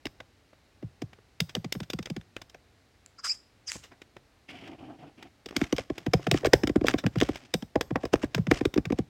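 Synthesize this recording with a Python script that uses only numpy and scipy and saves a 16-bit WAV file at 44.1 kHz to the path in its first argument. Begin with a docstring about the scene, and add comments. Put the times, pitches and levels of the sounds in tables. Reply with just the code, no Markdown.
"""Fast typing on a phone

Two thumbs type on a phone held close in a quiet room; its own microphone hears them through the case.
Tips and flats of the thumbs give a gritty click (skidding noise) and a dull knock (a short swing of the
case); grazing nails only click. In the pause come a squeaky kiss (fluttering lips, pops and wet fizz)
and a fingertip sliding over the glass (grainy noise). Then the typing resumes, harder."""
import sys
import numpy as np
from scipy import signal
from scipy.fft import rfft, irfft, next_fast_len
from scipy.io import wavfile
from scipy.ndimage import uniform_filter1d

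SR = 44100
rng = np.random.default_rng(int(sys.argv[2]) if len(sys.argv) > 2 else 0)


def to_wav(s):
    """Save 16-bit WAV."""
    ch = np.atleast_2d(s).T  # columns
    pcm = np.round(np.clip(ch, -1, 1) * 32767)  # PCM
    wavfile.write(sys.argv[1], SR, pcm.astype(np.int16))


N = 400850  # length in samples

# Hum and hiss of the room and microphone: f/Hz, level/dB (only the shape counts)
QUIET_SPECTRUM = [(24, -21), (40, -1), (101, 0), (163, -11), (290, -7), (329, -10.5), (556, -13.5),
                  (790, -14), (965, -18.5), (2050, -18), (3470, -23.5), (3930, -21), (16000, -42)]
QUIET_DB = -63  # rms
# Colour of the sound coming back from the walls: f/Hz, level/dB (only the shape counts)
ROOM_SPECTRUM = [(60, 26), (250, -1.5), (900, 0), (2500, -16), (5000, -5.5), (14000, 5)]
# Nearby surfaces return the knock: delay/s, level/dB
NEARBY_ECHOES = [(.0175, -25.5), (0.041, -52)]

# Colour of the rumble of the case under friction: f/Hz, level/dB (only the shape counts)
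RUMBLE_SPECTRUM = [(45, -18.5), (120, -0.5), (200, -3), (300, 6.5), (430, -7.5), (530, -13), (720, -1.5),
                   (950, -15), (1600, -21), (3000, -70)]
# Colour of the hiss of scraping nails and skin: f/Hz, level/dB (only the shape counts)
SCUFF_HISS_SPECTRUM = [(500, -25), (1100, -3), (2400, -0.5), (3200, -3), (4200, -9.5), (5100, -6.5),
                       (8000, -15.5), (9200, -22.5), (15000, -41.5)]
# Nails and skin scrape between taps: t/s of the peak, level/dB, swell time/s
SCUFF_EVENTS = [(5.561, -46, 0.012), (5.64, -43, 0.037), (5.796, -39.5, 0.017), (5.99, -53.5, 0.044),
                (6.2, -55.5, .04), (6.37, -42, 0.038), (6.533, -33, 0.0014), (6.56, -52, 0.044),
                (6.902, -31.5, 0.019), (7.23, -48, 0.05), (7.345, -50, 0.049), (7.45, -64, 0.067),
                (8.042, -46.5, .017), (8.133, -25, 0.002), (8.228, -48.5, .025), (8.37, -48.5, 0.019),
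                (8.51, -36, 0.0039), (8.57, -38.5, 0.022), (8.981, -50.5, 0.02)]
SCUFF_FALL = 1.05  # dying time over swelling time
# Colour of the hiss of a fingertip on glass: f/Hz, level/dB (only the shape counts)
FINGERTIP_SPECTRUM = [(700, -17), (1400, -7), (2300, 3.5), (3100, 3), (3900, -13), (5100, -10.5),
                      (5900, -17.5), (14000, -36)]
# A fingertip strokes the glass: start t/s, end t/s, rumble level/dB, hiss level/dB at the outset
FINGERTIP_STROKES = [(4.49, 4.748, -47.5, -48), (4.789, 4.948, -47.5, -60.5), (4.991, 5.091, -48, -60.5),
                     (5.182, 5.27, -52.5, -56.5)]
STROKE_ATTACK_S, STROKE_RELEASE_S = 0.0042, 0.013
HISS_FADE_DB_PER_S = 54  # the skin hisses most as it sets off

# Resonances of the small gap between the lips: f/Hz, level/dB (only the shape counts)
LIP_GAP_SPECTRUM = [(500, -29.5), (1300, 13.5), (2500, -8), (3900, -25), (4950, 17.5), (5800, 0),
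                    (7500, -3.5), (10000, -30), (15000, -53)]
# The lips squeak as they part, one glide each:
# start t/s, end t/s, first f/Hz, last f/Hz, level/dB, roughness (0-1)
LIP_SQUEAKS = [(3.188, 3.201, 1350, 775, -47, 0.5), (3.243, 3.269, 1448, 891, -34, .8),
               (3.278, 3.289, 2970, 2670, -35, 0.17), (3.297, 3.32, 2347, 2610, -26.5, .12),
               (3.677, 3.7, 3090, 2024, -35, 0.17)]
SQUEAK_ATTACK_S, SQUEAK_RELEASE_S = 0.0037, 0.0058
# Colour of the wet fizz and pops: f/Hz, level/dB (only the shape counts)
FIZZ_SPECTRUM = [(400, -9.5), (2000, 4.5), (3800, 2), (5200, 5.5), (7500, 8), (10000, -7), (14000, -18),
                 (16000, -22)]
# Wet fizz between the lips: start t/s, end t/s, level/dB
WET_FIZZES = [(3.246, 3.261, -35.5), (3.27, 3.35, -55.5), (3.684, 3.759, -44), (3.78, 3.846, -64)]
FIZZ_ATTACK_S, FIZZ_RELEASE_S = 0.0036, 0.013
# A film of saliva snaps: t/s, peak level/dB
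SALIVA_POPS = [(3.062, -34.5), (3.7187, -13.5)]

# How the phone rings under a nail: f/Hz, level/dB (only the shape counts)
CASE_SPECTRUM = [(120, -1), (350, 5), (900, -3), (1300, -1.5), (1700, 1.5), (2100, 1), (3000, -3.5),
                 (3700, -4), (4300, -13.5), (5000, -5), (6000, -12), (8300, -19.5), (10000, -30.5),
                 (13000, -25.5), (15300, -31.5), (16500, -27)]
# Upper bending modes that a hard touch wakes, before chance shifts them:
# f/Hz, level/dB, time to fall by 60 dB/s
BENDING_MODES = [(488.6, 5, 0.033), (663, 2, 0.025), (751, -8, 0.051), (1056, -4.5, 0.019)]
# The tip of a thumb strikes, a click and then a knock: t/s of the click, click level/dB,
# dullness/dB (lows minus highs), knock level/dB, knock f/Hz, hardness/dB (upper modes against knock)
THUMB_TIP_TAPS = [(0.057, -34, 1, -27, 325, -22), (0.2052, -42, 8.5, -40, 584, -5),
                  (1.553, -28.5, -6.5, -27, 560, -10), (2.5478, -49.5, 8, -39, 607, -3),
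                  (3.758, -43, 25, -41, 296, -8), (5.4617, -40.5, -3, -36, 307, -3),
                  (5.5669, -24.5, 0, -21, 276, -10.5), (5.617, -29, 12, -14, 284, -23),
                  (5.7278, -30, 1, -13.5, 307, -8), (5.784, -32, 1.5, -23.5, 566, -1),
                  (5.902, -41, 9, -17.5, 348, -8), (6.344, -34, 8, -12, 327, -10.5),
                  (6.4346, -42, 24, -24.5, 427, -7), (6.449, -29.5, 5.5, -13, 483, -1.5),
                  (6.469, -31, 7, -13.5, 386, -33), (6.5357, -14, 5, -4.5, 423, -10),
                  (6.637, -27, 11, -13.5, 304, -14.5), (6.6746, -30, 2, -21, 304, -10),
                  (6.6967, -38, 6.5, -15, 310.4, -13), (6.761, -24, 21, -8.5, 297, -20),
                  (6.814, -42, 12, -15.5, 332, -20), (6.8437, -37, 16, -16.5, 310, -2.5),
                  (6.941, -31.5, 10, -12, 306, -10), (7.066, -28.5, 8.5, -16, 257, -15),
                  (7.222, -27, 18, -11.5, 319, -10), (7.2915, -33, 13, -16, 316.7, -12),
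                  (7.626, -44, 0, -27.5, 235.1, -11), (7.7588, -27, 16.5, -14.5, 306, -2),
                  (7.8123, -26, 4.5, -29.5, 412, -3.5), (7.9599, -23.5, 22.5, -21, 263, -2),
                  (8.037, -43, 14, -20.5, 326, -4), (8.055, -38.5, 2, -27, 344, -2),
                  (8.1376, -24.5, 8, -10.5, 325.6, -4), (8.2362, -31.5, 15.5, -16.5, 301, -14.5),
                  (8.5149, -18, 13.5, -7, 351, -9), (8.612, -36, 13.5, -16, 306, -10),
                  (8.6551, -28, 3.5, -11, 370.3, -36), (8.762, -40.5, 15.5, -13.8, 350, -26),
                  (8.779, -29.5, 10.5, -10.5, 288, -16), (8.9049, -37.5, 18, -15.5, 321, -21.5),
                  (8.9249, -39, 5, -16.5, 256.2, -6)]
# The flat of a thumb lands, a click and a knock, then a deep thump as the flesh presses home:
# t/s of the click, click level/dB, dullness/dB, knock level/dB, thump level/dB, thump f/Hz
THUMB_FLAT_TAPS = [(0.8289, -48.5, 18, -30.5, -30, 138.5), (1.021, -40.5, 4, -25.5, -33, 143),
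                   (1.4051, -24.5, -7, -37.5, -22.5, 163), (1.5673, -40, 15, -29, -26, 179),
                   (1.647, -38, 6.5, -29, -30, 173), (1.7538, -39.5, 14, -28.5, -29, 172.3),
                   (1.8048, -39.5, 2, -31.5, -30, 172), (1.9353, -36, -4, -28.5, -27.5, 175),
                   (1.991, -37, 6, -30, -30, 183), (2.1026, -41, -4, -28.5, -26.5, 176),
                   (2.1665, -40.5, 4, -29, -30.5, 187), (6.0661, -35.5, 7.5, -17.5, -25.5, 149.5),
                   (6.137, -22.5, 2, -10.5, -15.5, 161.5), (6.2705, -28, 11.5, -19, -21, 160.4),
                   (6.3151, -21.5, -5.5, -14, -19, 151), (7.042, -33.5, 21, -24.5, -18, 154.6),
                   (7.16, -36, 14.5, -22.5, -19, 151), (7.5413, -24.5, -4.5, -19, -22, 197.3),
                   (7.9097, -37, 18.5, -20, -26.5, 150), (8.349, -26, 2, -30, -24, 153.8),
                   (8.382, -31.5, 20.5, -26.5, -16, 165.7), (8.471, -36, 10.5, -25, -19.5, 160.5),
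                   (8.856, -35, 7.5, -36, -27, 151.5), (8.9892, -37, 7, -16.5, -23, 187.5)]
# A nail only grazes the glass: t/s, click level/dB, dullness/dB, skid time/s
NAIL_GRAZES = [(.0694, -37.5, 3, 0.0023), (.535, -53.5, 19, .0055), (1.1347, -50, 10, 0.0044),
               (1.19, -54.5, 21, .004), (1.4986, -44, -1, 0.0072), (1.7257, -28, -6.5, 0.0016),
               (1.8351, -46, 2, 0.0052), (1.9034, -33, -2, .0026), (2.0297, -46.5, -5, 0.0029),
               (2.06, -38, -2, 0.0027), (2.073, -43, 15, .003), (2.214, -55, 2, 0.0023),
               (2.3668, -36, 7.5, 0.0014), (2.4193, -43.5, 1, .0031), (2.4997, -54, -7, 0.003),
               (3.8487, -46, -1.5, 0.019), (3.9259, -49, 16, 0.013), (4.0208, -46, 5.5, 0.004),
               (4.1685, -44.5, 14.5, 0.0022), (4.68, -48.5, 5, 0.0065), (5.2295, -45.5, 3.5, 0.004),
               (5.491, -45, 3, .0048), (5.5104, -41, 14, 0.0012), (5.529, -45, 21, 0.0039),
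               (5.643, -39.5, 7, 0.0036), (5.766, -41, -9, .0016), (5.9833, -36, 6, 0.004),
               (6.2, -40, 30, 0.0056), (6.46, -26, 6, 0.0041), (6.8705, -30.5, -1, .004),
               (6.8846, -19, 8, 0.00087), (6.9907, -33, 1, 0.0091), (7.1866, -41, -3, 0.003),
               (7.204, -33, -4, 0.0022), (7.2139, -22.5, 5.5, 0.00086), (7.234, -36, -1, 0.0031),
               (7.3595, -37.5, 5, 0.0029), (8.1583, -36, 13, 0.002), (8.245, -33.5, 16, .0027),
               (8.7417, -34, 4, .0016)]
# An ordinary tap: its click, its dullness and how long the nail skids
USUAL_CLICK_DB, USUAL_DULL_DB, USUAL_SKID_S = -35, 13, 0.0029
# Firm taps skid more briefly, dull ones for longer (doublings per dB)
SKID_PER_FORCE, SKID_PER_DULLNESS = 0.015, 0.028
# The knock follows the click by a fixed time, the thump by a few of its own cycles
KNOCK_LAG_S, THUMP_LAG_CYCLES = 0.0045, 2.65
# A flat tap firmer than usual knocks higher; hardness follows force, but a thump is always soft
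FLAT_KNOCK_HZ, FLAT_OCTAVES_PER_DB = 305.26, 0.045
FLAT_HARD_DB, FLAT_HARD_PER_DB, THUMP_HARD_DB = -9.5, 0.38, -26

CLIP_LEVEL, CUTOFF_HZ = 0.88, 16000  # the microphone's limits


def from_db(db):
    """Turn decibels into a gain."""
    return 10 ** (np.asarray(db) / 20)


def rms_one(x):
    """Scale to an rms (average strength) of 1."""
    return x / np.sqrt(np.mean(x ** 2) + 1e-20)


def colour(x, points):
    """Filter by a curve through (f/Hz, level/dB) points, straight over log frequency."""
    size = next_fast_len(len(x))
    hz, db = np.transpose(points)
    bins = np.maximum(np.arange(size // 2 + 1) * SR / size, 1)
    gain = from_db(np.interp(np.log(bins), np.log(hz), db))
    return irfft(rfft(x, size) * gain, size)[:len(x)]


def wander(rate):
    """A random line that picks a new value `rate` times a second, with rms 1."""
    knots = rng.standard_normal(N // 4)
    return rms_one(np.interp(np.arange(N) * rate / SR, np.arange(len(knots)), knots))


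def grainy(points, grain_db, rate):
    """Coloured friction noise in uneven grains that gather into clumps, with rms 1."""
    grains = 0.8 * wander(rate) + 0.6 * wander(rate / 5)
    noise = rng.standard_normal(N) * from_db(grain_db * grains)
    return rms_one(colour(noise, points))


def held(start, end, attack_s, release_s):
    """An envelope that rises until start, holds at 1 until end and dies away."""
    clock = np.arange(N) / SR
    before, after = np.maximum(start - clock, 0), np.maximum(clock - end, 0)
    return np.exp(-before / attack_s - after / release_s) + 1e-18


def centred_time(size):
    """Seconds before and after the middle of a short sound."""
    return (np.arange(size) - size // 2) / SR


def add(out, s, sound):
    """Mix in a sound whose middle falls at time s."""
    start = round(s * SR) - len(sound) // 2
    lo, hi = max(start, 0), min(start + len(sound), N)
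    out[lo:hi] += sound[lo - start:hi - start]


def quiet_room():
    """Steady noise with the colour of the room and microphone."""
    return from_db(QUIET_DB) * rms_one(colour(rng.standard_normal(N), QUIET_SPECTRUM))


def room(x, t60, wet_db, gap_s=0.01114):
    """A short diffuse tail from the walls: fading noise that starts after a small gap."""
    t = np.arange(SR // 2) / SR
    tail = colour(rng.standard_normal(len(t)), ROOM_SPECTRUM) * from_db(-60 * t / t60) * (t > gap_s)
    return from_db(wet_db) * signal.fftconvolve(x, tail / np.sqrt(np.sum(tail ** 2)))[:N]


def echoes(x):
    """A few weak, late copies from nearby surfaces."""
    clock = np.arange(N) / SR
    return sum(from_db(db) * np.interp(clock - delay, clock, x) for delay, db in NEARBY_ECHOES)


def scuffing():
    """Friction of nails and skin hisses in the air and, just as it swells, rumbles through the case."""
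    drag = sum(from_db(db) * held(s, s, swell_s, SCUFF_FALL * swell_s) for s, db, swell_s in SCUFF_EVENTS)
    hiss = grainy(SCUFF_HISS_SPECTRUM, grain_db=5.5, rate=290)
    rumble = grainy(RUMBLE_SPECTRUM, grain_db=4.0, rate=71)
    return drag * (hiss + rumble)


def rubbing():
    """A fingertip drags over the glass: the case rumbles throughout, the hiss of the skin fades."""
    rumble, hiss, clock = 0, 0, np.arange(N) / SR
    for start, end, rumble_db, hiss_db in FINGERTIP_STROKES:
        touch = held(start, end, STROKE_ATTACK_S, STROKE_RELEASE_S)
        rumble = rumble + from_db(rumble_db) * touch
        fading_db = hiss_db - HISS_FADE_DB_PER_S * np.maximum(clock - start, 0)
        hiss = hiss + from_db(fading_db) * touch
    rumbling = rumble * grainy(RUMBLE_SPECTRUM, grain_db=2.5, rate=210)
    return rumbling + hiss * grainy(FINGERTIP_SPECTRUM, grain_db=3.0, rate=180)


def lip_pops(decay_s=0.00026, size=1024):
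    """Each snap of saliva is a tiny burst of noise in the gap between the lips."""
    out, t = np.zeros(N), centred_time(size)
    for s, db in SALIVA_POPS:
        burst = rng.standard_normal(size) * np.exp(-np.abs(t) / decay_s)
        pop = colour(burst, FIZZ_SPECTRUM)
        add(out, s, from_db(db) * pop / np.abs(pop).max())
    return out


def lip_squeaks(jitter=0.39):
    """Tight wet lips flutter, roughly or cleanly, and ring the small gap between them."""
    clock = np.arange(N) / SR
    starts, ends, first_hz, last_hz, _, roughness = np.transpose(LIP_SQUEAKS)
    turns = np.column_stack([starts, ends]).ravel()
    glide_hz = np.interp(clock, turns, np.column_stack([first_hz, last_hz]).ravel())
    rough = np.interp(clock, turns, np.repeat(roughness, 2))
    pitch = glide_hz * np.exp(jitter * rough * wander(1500))
    phase = 2 * np.pi * np.cumsum(pitch) / SR
    # ten equal harmonics, leaving out any too high to represent
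    pulses = sum(np.cos(k * phase) * (k * pitch < SR / 2) for k in range(1, 11))
    tone = colour(pulses, LIP_GAP_SPECTRUM)
    # even out the strength, so that the table alone sets the level
    tone /= np.sqrt(np.abs(uniform_filter1d(tone ** 2, size=256)) + 1e-9)
    loudness = sum(from_db(db) * held(start, end, SQUEAK_ATTACK_S, SQUEAK_RELEASE_S)
                   for start, end, _, _, db, _ in LIP_SQUEAKS)
    return loudness * tone


def lip_fizz():
    """Wetness between the lips fizzes as fine grainy noise."""
    loudness = sum(from_db(db) * held(start, end, FIZZ_ATTACK_S, FIZZ_RELEASE_S)
                   for start, end, db in WET_FIZZES)
    return loudness * grainy(FIZZ_SPECTRUM, grain_db=2.5, rate=900)


def knock_rows():
    """The case gives once under a tip, twice under a flat thumb: (t/s, level/dB, f/Hz, hardness/dB)."""
    rows = [(s + KNOCK_LAG_S, db, hz, hard_db) for s, _, _, db, hz, hard_db in THUMB_TIP_TAPS]
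    for s, click_db, _, knock_db, thump_db, thump_hz in THUMB_FLAT_TAPS:
        force_db = click_db - USUAL_CLICK_DB
        knock_hz = FLAT_KNOCK_HZ * 2 ** (FLAT_OCTAVES_PER_DB * max(force_db, 0))
        hard_db = FLAT_HARD_DB + FLAT_HARD_PER_DB * force_db
        rows.append((s + KNOCK_LAG_S, knock_db, knock_hz, hard_db))
        rows.append((s + THUMP_LAG_CYCLES / thump_hz, thump_db, thump_hz, THUMP_HARD_DB))
    return rows


def hand_sway(low_hz=62, high_hz=125, width_s=0.0057, lag_s=0.0126, level_db=-17.0, size=4096):
    """The phone rocks softly in the hand after each knock or thump, at two low pitches."""
    out, t = np.zeros(N), centred_time(size)
    for s, db, _, _ in knock_rows():
        rocking = sum(np.sin(2 * np.pi * (hz * t + rng.random())) for hz in (low_hz, high_hz))
        envelope = np.exp(-0.5 * (t / width_s) ** 2)
        add(out, s + lag_s, from_db(db + level_db) * envelope * rocking)
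    return out


def low_ring(knocks, hz=160, width_hz=22, level_db=4.0):
    """The phone's lowest resonance hums on briefly, driven by a knock and its echoes."""
    r = np.exp(-np.pi * width_hz / SR)
    poles = [1, -2 * r * np.cos(2 * np.pi * hz / SR), r * r]
    zeros = (1 - r * r) / 2 * np.array([1, 0, -1])
    drive = echoes(knocks) + from_db(-9) * knocks
    return from_db(level_db) * signal.lfilter(zeros, poles, drive)


def woody_ring(lead_s=0.004127, attack_s=0.0014, spread_db=1.5, spread_pitch=0.036, size=4096):
    """A hard touch rings the upper modes from just before the case swings furthest."""
    out, age = np.zeros(N), np.maximum(centred_time(size), 0)
    for s, db, _, hard_db in knock_rows():
        for hz, mode_db, t60 in BENDING_MODES:
            fading_db = mode_db + spread_db * rng.standard_normal() - 60 * age / t60
            envelope = (1 - np.exp(-age / attack_s)) * from_db(fading_db)
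            cycles = hz * (1 + spread_pitch * rng.standard_normal()) * age + rng.random()
            add(out, s - lead_s, from_db(db + hard_db) * envelope * np.sin(2 * np.pi * cycles))
    return out


def case_knocks(rise_cycles=0.66, fall_cycles=0.88, sag=0.19, size=4096):
    """The case swings for two or three cycles, sinking in pitch as the thumb loads it."""
    t = centred_time(size)
    swing, pitch = np.zeros(N), np.zeros(N)
    for s, db, hz, _ in knock_rows():
        cycles = t * hz
        width = np.where(t < 0, rise_cycles, fall_cycles)
        power = (from_db(db) * np.exp(-0.5 * (cycles / width) ** 2)) ** 2
        add(swing, s, power)
        add(pitch, s, power * hz * (1 - sag * np.tanh(cycles)))
    # overlapping touches drive one and the same swing, at their average pitch weighted by power
    phase = 2 * np.pi * (np.cumsum(pitch / (swing + 1e-18)) / SR + rng.random())
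    return np.sqrt(swing) * np.sin(phase)


def click_rows():
    """Every touch clicks: (t/s, level/dB, dullness/dB, skid time/s)."""
    rows = []
    for s, db, dull_db, *_ in list(THUMB_TIP_TAPS) + list(THUMB_FLAT_TAPS):
        longer = SKID_PER_DULLNESS * (dull_db - USUAL_DULL_DB)
        shorter = SKID_PER_FORCE * (db - USUAL_CLICK_DB)
        rows.append((s, db, dull_db, USUAL_SKID_S * 2 ** (longer - shorter)))
    return rows + list(NAIL_GRAZES)


def nail_clicks(rise=0.33, ring_s=0.01, ring_db=-22, grit_db=5.0, grit_hz=600,
                spot_db=1.8, soft=0.53, soft_from_db=8.5, split_hz=2750, size=4096):
    """The nail skids for some milliseconds and rattles off; each spot favours other case resonances."""
    out, t = np.zeros(N), centred_time(size)
    hz = np.arange(size // 2 + 1) * SR / size
    low_share = 1 / (1 + (hz / split_hz) ** 8)
    spots = np.geomspace(600, 16000, 30)  # Hz
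    for s, db, dull_db, skid_s in click_rows():
        skid_s = max(skid_s, 1e-4)
        age = t + 0.5 * skid_s
        # grit makes the rattle uneven
        bumps = np.interp((t - t[0]) * grit_hz, np.arange(size), rng.standard_normal(size))
        rattle = from_db(grit_db * bumps) * from_db(ring_db) * np.exp(-np.abs(age) / ring_s)
        landing = np.exp(-np.abs(age) / (rise * skid_s))
        fall = np.exp(-np.abs(age) / skid_s) + rattle
        skid = colour(rng.standard_normal(size) * np.where(age < 0, landing, fall), CASE_SPECTRUM)
        # the softer the touch, the lower its weight lies
        softening = soft * max(dull_db - soft_from_db, 0) * np.minimum(np.log2(spots / split_hz), 0)
        spot_levels = spot_db * rng.standard_normal(len(spots)) - softening
        skid = colour(skid, np.column_stack([spots, spot_levels]))
        # balance lows against highs by the dullness
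        lows = irfft(rfft(skid) * low_share)
        click = from_db(dull_db) * rms_one(lows) + rms_one(skid - lows)
        # the level is that of the whole click's energy packed into 10 ms
        add(out, s, from_db(db) * rms_one(click) * np.sqrt(SR / 100 / size))
    return out


def scene():
    """Taps, rubbing and the kiss over the quiet of the room."""
    background = quiet_room() + scuffing() + rubbing()
    lips = lip_squeaks() + lip_fizz() + lip_pops()
    kiss = lips + room(lips, t60=0.33, wet_db=-10)
    knocks = case_knocks() + woody_ring()
    thuds = knocks + echoes(knocks) + room(knocks, t60=0.32, wet_db=-20) + low_ring(knocks) + hand_sway()
    clicks = nail_clicks()
    taps = thuds + clicks + room(clicks, t60=0.37, wet_db=-14.5)
    return (background + kiss + taps)[None]


def record(dry):
    """The small microphone loses the deepest bass and clips tall peaks; the top is cut steeply."""
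    bass_cut = signal.butter(3, 47, "high", fs=SR, output="sos")
    top_cut = signal.ellip(10, 0.1, 70, CUTOFF_HZ, fs=SR, output="sos")
    thin = signal.sosfilt(bass_cut, dry)
    return signal.sosfilt(top_cut, np.clip(thin, -CLIP_LEVEL, CLIP_LEVEL))


dry = scene()
out = record(dry)
to_wav(out)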